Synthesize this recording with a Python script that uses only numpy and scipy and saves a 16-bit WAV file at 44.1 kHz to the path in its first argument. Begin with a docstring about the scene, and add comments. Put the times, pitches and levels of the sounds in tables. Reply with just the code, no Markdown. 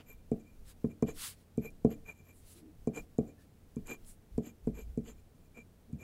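"""First a short stroke of a glass pen on paper in a quiet room, then a knock as the pen lands on the desk.
Each landing is a push on the desk's resonances, with a ping of the glass and a woody click.
The nib ticks on the paper; random grit in each stroke makes glass, paper and desk sound.
The hand slides with a noisy hiss and rumbles low as it shifts; a faint moan and chirp are narrow noise."""
import sys
import numpy as np
from scipy import signal
from scipy.fft import rfft, irfft, next_fast_len
from scipy.io import wavfile
from scipy.ndimage import uniform_filter1d

SR = 44100
rng = np.random.default_rng(int(sys.argv[2]) if len(sys.argv) > 2 else 0)


def to_wav(s):
    """Save 16-bit WAV."""
    ch = np.atleast_2d(s).T  # columns
    pcm = np.round(np.clip(ch, -1, 1) * 32767)  # PCM
    wavfile.write(sys.argv[1], SR, pcm.astype(np.int16))


N = 265923  # length [samples]
STOP_DB = 4  # extra drop that grows very fast once a pen stroke or hand slide is past either end [dB]


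def amp(db):
    """Turns dB into a gain."""
    return 10 ** (np.asarray(db) / 20)


def evened(x):
    """Scales a sound to an rms (average strength) of 1."""
    return x / np.sqrt(np.mean(x ** 2) + 1e-20)


def colour(x, points):
    """Filters a sound through (frequency [Hz], level [dB]) points on a log-frequency axis."""
    f, db = np.transpose(points)
    size = next_fast_len(len(x))
    hz = np.fft.rfftfreq(size, 1 / SR) + 1  # the 1 avoids log(0)
    gain = amp(np.interp(np.log(hz), np.log(f), db))
    return irfft(rfft(x, size) * gain, size)[:len(x)]


def resonate(x, hz, width):
    """A resonance of gain 1; a moving one shifts hz down to zero, smooths, and shifts back."""
    r = np.exp(-np.pi * width / SR)
    if np.ndim(hz) == 0:
        return 2 * signal.lfilter([1 - r], [1, -r * np.exp(2j * np.pi * hz / SR)], x).real
    turn = np.exp(2j * np.pi * np.cumsum(hz) / SR)
    return 2 * (turn * signal.lfilter([1 - r], [1, -r], x / turn)).real


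def sing(x, modes):
    """Rings each mode twice over, so that the gaps between modes stay quiet."""
    return sum(amp(db) * resonate(resonate(x, hz, width), hz, width) for hz, width, db in modes)


def grit(per_s, spread_db):
    """Paper fibres catching at random moments, a few of them hard; rms 1."""
    sizes = amp(spread_db * np.minimum(rng.exponential(1, N), 4))
    sizes = sizes * rng.choice([-1, 1], N)
    caught = rng.random(N) < per_s / SR
    return evened(sizes * caught)


def patchy(x, patchy_db):
    """Random louder and softer patches, about 500 Hz by 30 ms."""
    z = signal.stft(x, nperseg=256)[2]
    patches = uniform_filter1d(rng.standard_normal(z.shape), size=3, axis=0)
    patches = uniform_filter1d(patches, size=10, axis=1)
    return signal.istft(z * amp(patchy_db * evened(patches)), nperseg=256)[1][:N]


def swells(rows, column, drop_db, bend, share=1, stop_db=0):
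    """Gain over time: each row rises to its level at one moment and falls away again."""
    t = np.arange(N // 32 + 2) * 32 / SR  # one point every 32 samples
    power = 0
    for row in rows:
        side_s = share * np.where(t < row[0], row[1], row[2])
        away = np.minimum(abs(t - row[0]) / side_s, 5)  # 0 at the peak, 1 at either end
        power = power + amp(row[column] - drop_db * away ** bend - stop_db * away ** 10) ** 2
    return np.interp(np.arange(N) / SR, t, np.sqrt(power))


# colour of the quiet air and hiss: (frequency [Hz], relative level per Hz [dB])
AIR_COLOUR = [(12, -43), (22, 2.5), (38, -11.5), (55, 1), (100, -6.5), (145, -4.5), (234, -9), (347, -15.5),
              (624, -20), (1030, -28), (4940, -37), (12400, -37.5), (16000, -38)]
# wavering part of the hum: (frequency [Hz], width [Hz], level [dB])
WAVERING_HUM = (90, 14, -74)
AIR_DB, HUM_TONE_DB = -62, -67.5


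def room():
    """Quiet air and microphone hiss as coloured noise, with a low hum of narrow noise and a steady tone."""
    hz, width, db = WAVERING_HUM
    air = amp(AIR_DB) * evened(colour(rng.standard_normal(N), AIR_COLOUR))
    tone = evened(np.sin(2 * np.pi * (hz * np.arange(N) / SR + rng.random())))
    wavering = evened(sing(rng.standard_normal(N), [(hz, width, 0)]))
    return air + amp(db) * wavering + amp(HUM_TONE_DB) * tone


# path of a faint low moan: (time [s], frequency [Hz], level [dB])
MOAN_PATH = [(2.56, 323, -60), (2.602, 340, -65.5), (2.66, 288, -51), (2.692, 303, -57.5), (2.76, 312, -85)]
# path of a short faint chirp: (time [s], frequency [Hz], level [dB])
CHIRP_PATH = [(3.38, 1720, -79), (3.394, 1750, -72), (3.44, 1760, -82)]


def whistle(rows, width_hz):
    """A moan or chirp: noise in a narrow resonance whose pitch moves."""
    s, hz, db = np.transpose(rows)
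    t, noise = np.arange(N) / SR, rng.standard_normal(N)
    pitch = np.interp(t, s, hz)
    level = amp(np.interp(t, s, db)) * (t > s[0]) * (t < s[-1])
    narrow = resonate(resonate(noise, pitch, width_hz), pitch, width_hz)
    return evened(narrow) * uniform_filter1d(level, size=400)  # smoothing softens both ends


# ways the desk top rings, as heard at the microphone:
# (frequency [Hz], relative level [dB], time to fade by 60 dB [s], polarity of the mode shape [+1 or -1])
DESK_MODES = [(60, -30.1, 0.22, -1), (84, -14.3, 0.063, 1), (138, -16.5, 0.128, 1), (169, -11.7, 0.066, -1),
              (200, -35.2, 0.4, 1), (230, -5.2, 0.103, -1), (292, -22.8, 0.208, -1), (302, -9.8, 0.057, 1),
              (379, -21.8, 0.151, 1), (428, -9.0, 0.099, 1), (455, -34.8, 0.4, 1), (480, -37.2, 0.4, -1),
              (497, -13.7, 0.042, -1), (586, -22.5, 0.044, -1), (661, -20.7, 0.039, -1),
              (764, -22.0, 0.027, 1), (1075, -40.1, 0.051, 1)]


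def desk_ring():
    """Desk top after a short blow: fading sines scaled to peak 1, a dull noise tail from the room, no deep bass."""
    t = np.arange(SR // 2) / SR
    modes = sum(side * amp(db - 60 * t / t60) * np.sin(2 * np.pi * hz * t)
                for hz, db, t60, side in DESK_MODES)
    dull = colour(rng.standard_normal(len(t)), [
        (35, -45), (70, -3), (140, 0.5), (300, 2.5), (450, -16.5), (560, -9),
        (790, -16), (880, -42), (1150, -31.5), (3000, -96)])
    tail = amp(-18.5 - 60 * t / 0.28) * evened(dull) * np.clip(t / 0.021, 0, 1) ** 2
    no_deep_bass = signal.butter(2, 40, "high", fs=SR, output="sos")
    return signal.sosfilt(no_deep_bass, modes / abs(modes).max() + tail)


# the resting hand shifts its weight:
# (time [s], swell [s], fade [s], deep sway level [dB], lowest desk mode level [dB])
WEIGHT_SHIFTS = [(0.17, 0.14, 0.067, -59.5, -59), (0.37, 0.18, 0.087, -57, -64),
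                 (0.59, 0.12, 0.14, -55.5, -54.5), (0.87, 0.16, 0.029, -53, -65),
                 (1.17, 0.19, 0.093, -51, -73), (1.63, 0.11, 0.18, -54.5, -72),
                 (1.97, 0.37, 0.15, -56, -68), (2.47, 0.14, 0.034, -49.5, -86),
                 (2.85, 0.12, 0.065, -54.5, -55), (3.02, 0.057, 0.042, -47, -72),
                 (3.26, 0.29, 0.051, -55.5, -67), (3.85, 0.3, 0.11, -55.5, -71),
                 (4.03, 0.11, 0.18, -52.5, -77), (4.35, 0.049, 0.078, -53, -47),
                 (4.65, 0.03, 0.09, -52, -42), (4.89, 0.25, 0.15, -54.5, -45), (5.1, 0.19, 0.22, -59, -56),
                 (5.41, 0.1, 0.19, -61, -72)]
# the heel of the hand settles on the desk: (time [s], swell [s], fade [s], murmur level [dB])
HAND_SETTLES = [(2.62, .08, 0.067, -64), (5.9, 0.016, .04, -60)]
# colour of the deep sway: (frequency [Hz], relative level per Hz [dB])
SWAY_COLOUR = [(5, -7), (14, 12.5), (28, 10.5), (38, -1), (70, -40.5)]
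# lowest mode of the desk: (frequency [Hz], width [Hz], relative level [dB])
LOWEST_DESK_MODE = [(49.8, 19.6, 0)]
WEIGHT_DROP_DB, WEIGHT_BEND = 24.5, 2.5  # drop at either end of a swell [dB], steepness
RESTING_DB, MURMUR_DB = -79, -73  # sway and desk murmur at rest
# murmur while the pen bears down, relative to the landing [dB], and its timing [s]
PRESS_DB, PRESS_RISE_S, PRESS_FADE_S = -30.5, .03, 0.035


def hand(ring):
    """Low rumble as the hand shifts, and noise through the desk that swells after each landing."""
    rumble = colour(rng.standard_normal(N), SWAY_COLOUR)
    murmur = signal.oaconvolve(rng.standard_normal(N), ring)[:N]
    weight = amp(RESTING_DB) + swells(WEIGHT_SHIFTS, 3, WEIGHT_DROP_DB, WEIGHT_BEND)
    press = amp(MURMUR_DB) + swells(HAND_SETTLES, 3, WEIGHT_DROP_DB, WEIGHT_BEND)
    t = np.arange(N) / SR
    for s, db, *_ in LANDINGS:
        since = np.clip(t - s, 0, 1)
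        rise = 1 - np.exp(-since / PRESS_RISE_S)
        press += amp(db + PRESS_DB) * rise * np.exp(-since / PRESS_FADE_S)
    low = evened(sing(rng.standard_normal(N), LOWEST_DESK_MODE))
    low = low * swells(WEIGHT_SHIFTS, 4, WEIGHT_DROP_DB, WEIGHT_BEND)
    return evened(rumble) * weight + low + evened(murmur) * press


# slides of the hand:
# (fastest moment [s], speeding up [s], slowing down [s], bright hiss level [dB], dull hiss level [dB])
HAND_SLIDES = [(0.7, 0.069, 0.044, -63, -62.5), (1.245, .11, 0.11, -45.5, -45.5),
               (1.4, 0.08, 0.064, -76, -73.5), (2.38, 0.079, 0.08, -68.5, -89.5),
               (2.52, .1, 0.047, -60, -65.5), (2.58, 0.064, 0.05, -66, -65.5),
               (3.42, 0.061, 0.053, -77, -73), (4.09, 0.052, 0.077, -58, -69.5)]
# colour of the bright hiss: (frequency [Hz], relative level per Hz [dB])
BRIGHT_HISS = [(3000, -29), (6000, -15), (7800, -5.5), (10500, -3.5), (13000, -12.5), (16000, -19)]
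# colour of the dull hiss: (frequency [Hz], relative level per Hz [dB])
DULL_HISS = [(500, -30), (1000, -4.5), (1500, -2.5), (2500, -1.5), (4200, 0.5), (6000, -4), (9000, -8)]
SLIDE_DROP_DB, SLIDE_BEND = 27.5, 2.12  # drop at either end of a slide [dB], steepness


def slides():
    """Skin on paper: a wide, slightly uneven hiss, duller or brighter with the part of the hand that drags."""
    uneven_db = 1.8
    bright = evened(colour(patchy(rng.standard_normal(N), uneven_db), BRIGHT_HISS))
    dull = evened(colour(patchy(rng.standard_normal(N), uneven_db), DULL_HISS))
    bright_level, dull_level = (
        swells(HAND_SLIDES, k, SLIDE_DROP_DB, SLIDE_BEND, stop_db=STOP_DB) for k in (3, 4))
    return bright * bright_level + dull * dull_level


# landings of the pen on the desk: (time [s], push strength [dB], half-width of the push [s],
# ping of the glass before shaping [dB], woody click before shaping [dB])
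LANDINGS = [(0.3159, -17, 0.00025, -57, -54), (0.8429, -15.5, 0.00072, -62, -47.5),
            (1.0248, -14.5, 0.00019, -46.5, -41.5), (1.0836, -31, 0.00018, -72, -45),
            (1.578, -16.5, 0.00069, -52, -59), (1.8474, -10.5, 0.000073, -56, -45.5),
            (2.8727, -18, 0.000085, -51.5, -53), (2.971, -37.5, .0002, -67, -47.5),
            (3.1856, -15, 0.000071, -55.5, -53), (3.766, -21.5, 0.0011, -56, -61.5),
            (4.3796, -17.5, 0.00044, -61, -53), (4.672, -17, 0.00061, -60, -51.5),
            (4.975, -18.5, 0.00077, -63, -68), (5.9306, -16, 0.0023, -64, -74)]


def pushes():
    """Force on the desk: one smooth pulse a landing; a longer contact gives a duller knock."""
    t, force = np.arange(N) / SR, np.zeros(N)
    for s, db, contact, *_ in LANDINGS:
        pulse = np.exp(-2 * ((t - s) / contact) ** 2)
        force += amp(db) * pulse / pulse.sum()
    return force


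# the pen bending from side to side: (frequency [Hz], width [Hz], relative level [dB])
BENDING_MODES = [(2382, 90, 0)]


def pings():
    """A landing also rings the pen's bending mode, over a brief woody click of resonant noise."""
    t, out = np.arange(3000) / SR, np.zeros(N + 3000)
    noises = rng.standard_normal((len(LANDINGS), 3000))
    for (s, _, _, ping_db, click_db), noise in zip(LANDINGS, noises):
        ping = np.sin(2 * np.pi * BENDING_MODES[0][0] * t)
        ping = ping * np.exp(-t / 0.0077) * (1 - np.exp(-t / 0.005))
        click = evened(sing(noise, [(1017, 326, -5), (1500, 1230, -25.5)]))
        click = click * np.exp(-t / 0.0064) * (1 - np.exp(-t / 0.0002))
        out[round(s * SR):][:3000] += amp(ping_db) * ping + amp(click_db) * click
    return out[:N]


# the nib touches or snags the paper: (time [s], level before the bass cut [dB], centre frequency [Hz])
NIB_TICKS = [(0.3145, -48.5, 7260), (0.842, -59, 8100), (0.926, -64, 9000), (1.0235, -41, 7440),
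             (1.1104, -59, 8000), (1.5738, -47, 7950), (1.704, -54, 8000), (1.8463, -47.5, 7850),
             (2.872, -45, 7600), (3.182, -42.5, 7850), (3.7594, -47.5, 7840), (3.871, -42, 7900),
             (4.0467, -53, 3000), (4.3774, -46.5, 7600), (4.6703, -52, 7850), (4.9736, -51, 8200),
             (5.9274, -54.5, 7900)]


def ticks():
    """Tiny bursts of noise; each leaves the glass ringing faintly along its length."""
    out, t = np.zeros(N + 2000), np.arange(2000) / SR
    noises = rng.standard_normal((len(NIB_TICKS), 2000))
    for (s, db, hz), noise in zip(NIB_TICKS, noises):
        shape = np.exp(-((t - .0013) / .0006) ** 2)
        burst = resonate(resonate(noise * shape, hz, 3600), hz, 3600)
        glass = amp(-19) * evened(sing(noise, LENGTHWISE_MODES))
        wide = amp(-22.5) * evened(resonate(noise, 6700, 6000))
        after = (glass + wide) * np.exp(-t / 0.0096) * np.clip(t / 0.0023, 0, 1)
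        out[round(s * SR):][:2000] += amp(db) * (burst / abs(burst).max() + after)
    return signal.sosfilt(signal.butter(2, 3000, "high", fs=SR, output="sos"), out[:N])


# strokes of the nib, friction by direction, levels before the gains below:
# (fastest moment [s], speeding up [s], slowing down [s], sideways [dB], lengthwise [dB],
# at the tip [dB], into the desk [dB], paper scrape [dB])
NIB_STROKES = [(0.0, .01, 0.03, -81, -75, -80, -57.5, -65), (0.1, .04, 0.046, -61, -67, -60.5, -71, -70),
               (0.2, 0.031, 0.02, -78, -85, -95, -95, -98), (0.4, 0.012, 0.018, -79, -73, -86, -78, -97),
               (0.47, 0.037, 0.088, -72, -83, -85, -92, -90), (0.912, 0.02, 0.011, -61, -71, -71, -69, -73),
               (1.088, 0.026, .04, -57.5, -56.5, -63, -48.5, -61),
               (1.652, 0.038, 0.038, -49.5, -65, -55.5, -50.5, -64.5),
               (1.915, 0.021, 0.033, -63, -63, -60, -48, -62),
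               (2.09, 0.038, .04, -53, -64, -64.5, -63.5, -64),
               (2.2, 0.085, 0.026, -69, -74.5, -77, -94, -89),
               (2.3, 0.064, 0.032, -65, -71.5, -68, -70, -75.5),
               (2.97, 0.035, 0.039, -49.5, -52.5, -60, -46.5, -58),
               (3.285, 0.027, 0.04, -69, -73, -78, -56.5, -81),
               (3.91, 0.051, 0.047, -50, -53, -57.5, -48.5, -56),
               (4.47, 0.048, 0.041, -66, -60.5, -64.5, -53.5, -67.5),
               (4.79, 0.053, .05, -60, -62, -65, -56, -66),
               (5.085, 0.046, 0.045, -70, -60.5, -68, -58.5, -66.5),
               (5.195, 0.041, 0.011, -78, -78, -82, -80, -98),
               (5.445, 0.03, 0.037, -78, -82, -89, -93, -102),
               (5.575, 0.033, 0.049, -54.5, -68, -74, -58.5, -70),
               (6.02, 0.035, .05, -57, -64, -70, -58, -69.5)]
# glass ringing along its length: (frequency [Hz], width [Hz], relative level [dB])
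LENGTHWISE_MODES = [(4044, 107, -13.5), (6460, 180, -8), (6720, 100, -5), (7226, 280, -2.5),
                    (7680, 700, -14.5), (9170, 160, -15.5), (10750, 500, -26.5)]
# glass ringing at the tip: (frequency [Hz], width [Hz], relative level [dB])
TIP_MODES = [(12580, 170, 18), (12200, 2300, -33)]
# colour of the paper under the nib: (frequency [Hz], relative level per Hz [dB])
PAPER_COLOUR = [(400, 9), (1000, 4.5), (1900, 1.5), (2900, -3.5), (3600, -12), (4500, -21.5), (5700, -12),
                (8000, -16), (12000, -21.5), (16000, -26)]
# the sheet's rasp when the nib is pulled straight: (frequency [Hz], width [Hz], relative level [dB])
SHEET_RASP = [(2900, 1100, 0), (4500, 700, -6)]
STROKE_DROP_DB, STROKE_BEND = 13, 1.34  # drop at either end of a stroke [dB], steepness
PAPER_DB, RASP_DB = 6.5, 2.5  # gains on the paper scrape level
DESK_SHARE = 0.5  # the nib bears down on the desk for this share of the stroke
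FLUTTER_DB, FLUTTER_S = 1.5, 0.0085  # the nib grips and lets go unevenly within a stroke


def strokes(ring):
    """Grit under the nib drives three families of glass modes, the paper and the desk."""
    out = np.zeros(N)
    sideways, lengthwise, tip, scrape = (
        swells(NIB_STROKES, k, STROKE_DROP_DB, STROKE_BEND, stop_db=STOP_DB) for k in (3, 4, 5, 7))
    families = [(sideways, BENDING_MODES), (lengthwise, LENGTHWISE_MODES), (tip, TIP_MODES)]
    for level, modes in families:
        flutter = uniform_filter1d(rng.standard_normal(N), round(FLUTTER_S * SR))
        drive = grit(per_s=5400, spread_db=3.5) * amp(FLUTTER_DB * evened(flutter))
        out += sing(drive * level, modes) / np.std(sing(drive, modes))
    # near 1 when the nib is pulled without bending
    straight = lengthwise ** 2 / (lengthwise ** 2 + sideways ** 2 + 1e-12)
    rasp = evened(sing(grit(per_s=3200, spread_db=5.0), SHEET_RASP))
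    out += amp(RASP_DB) * rasp * scrape * straight
    paper = evened(colour(grit(per_s=10000, spread_db=6.5), PAPER_COLOUR))
    out += amp(PAPER_DB) * paper * scrape
    bumps = evened(colour(grit(per_s=2900, spread_db=2.0),
                          [(100, -7), (300, 5.5), (700, 6.5), (2000, 3.5)]))
    down = swells(NIB_STROKES, 6, STROKE_DROP_DB, STROKE_BEND, DESK_SHARE, STOP_DB)
    return out + amp(-12.5) * signal.oaconvolve(bumps * down, ring)[:N]


def scene():
    """All sources added at one microphone."""
    ring = desk_ring()
    knocks = signal.oaconvolve(pushes(), ring)[:N]
    pen = knocks + pings() + ticks() + strokes(ring)
    faint = whistle(MOAN_PATH, width_hz=63) + whistle(CHIRP_PATH, width_hz=170)
    return (pen + slides() + hand(ring) + faint + room())[None]


def record(dry):
    """Band limit of the recorder: a steep low-pass filter at 15800 Hz."""
    low_pass = signal.firwin(1023, 15800, window=("kaiser", 9), fs=SR)
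    return signal.oaconvolve(dry, low_pass[None], "same")


dry = scene()
out = record(dry)
to_wav(out)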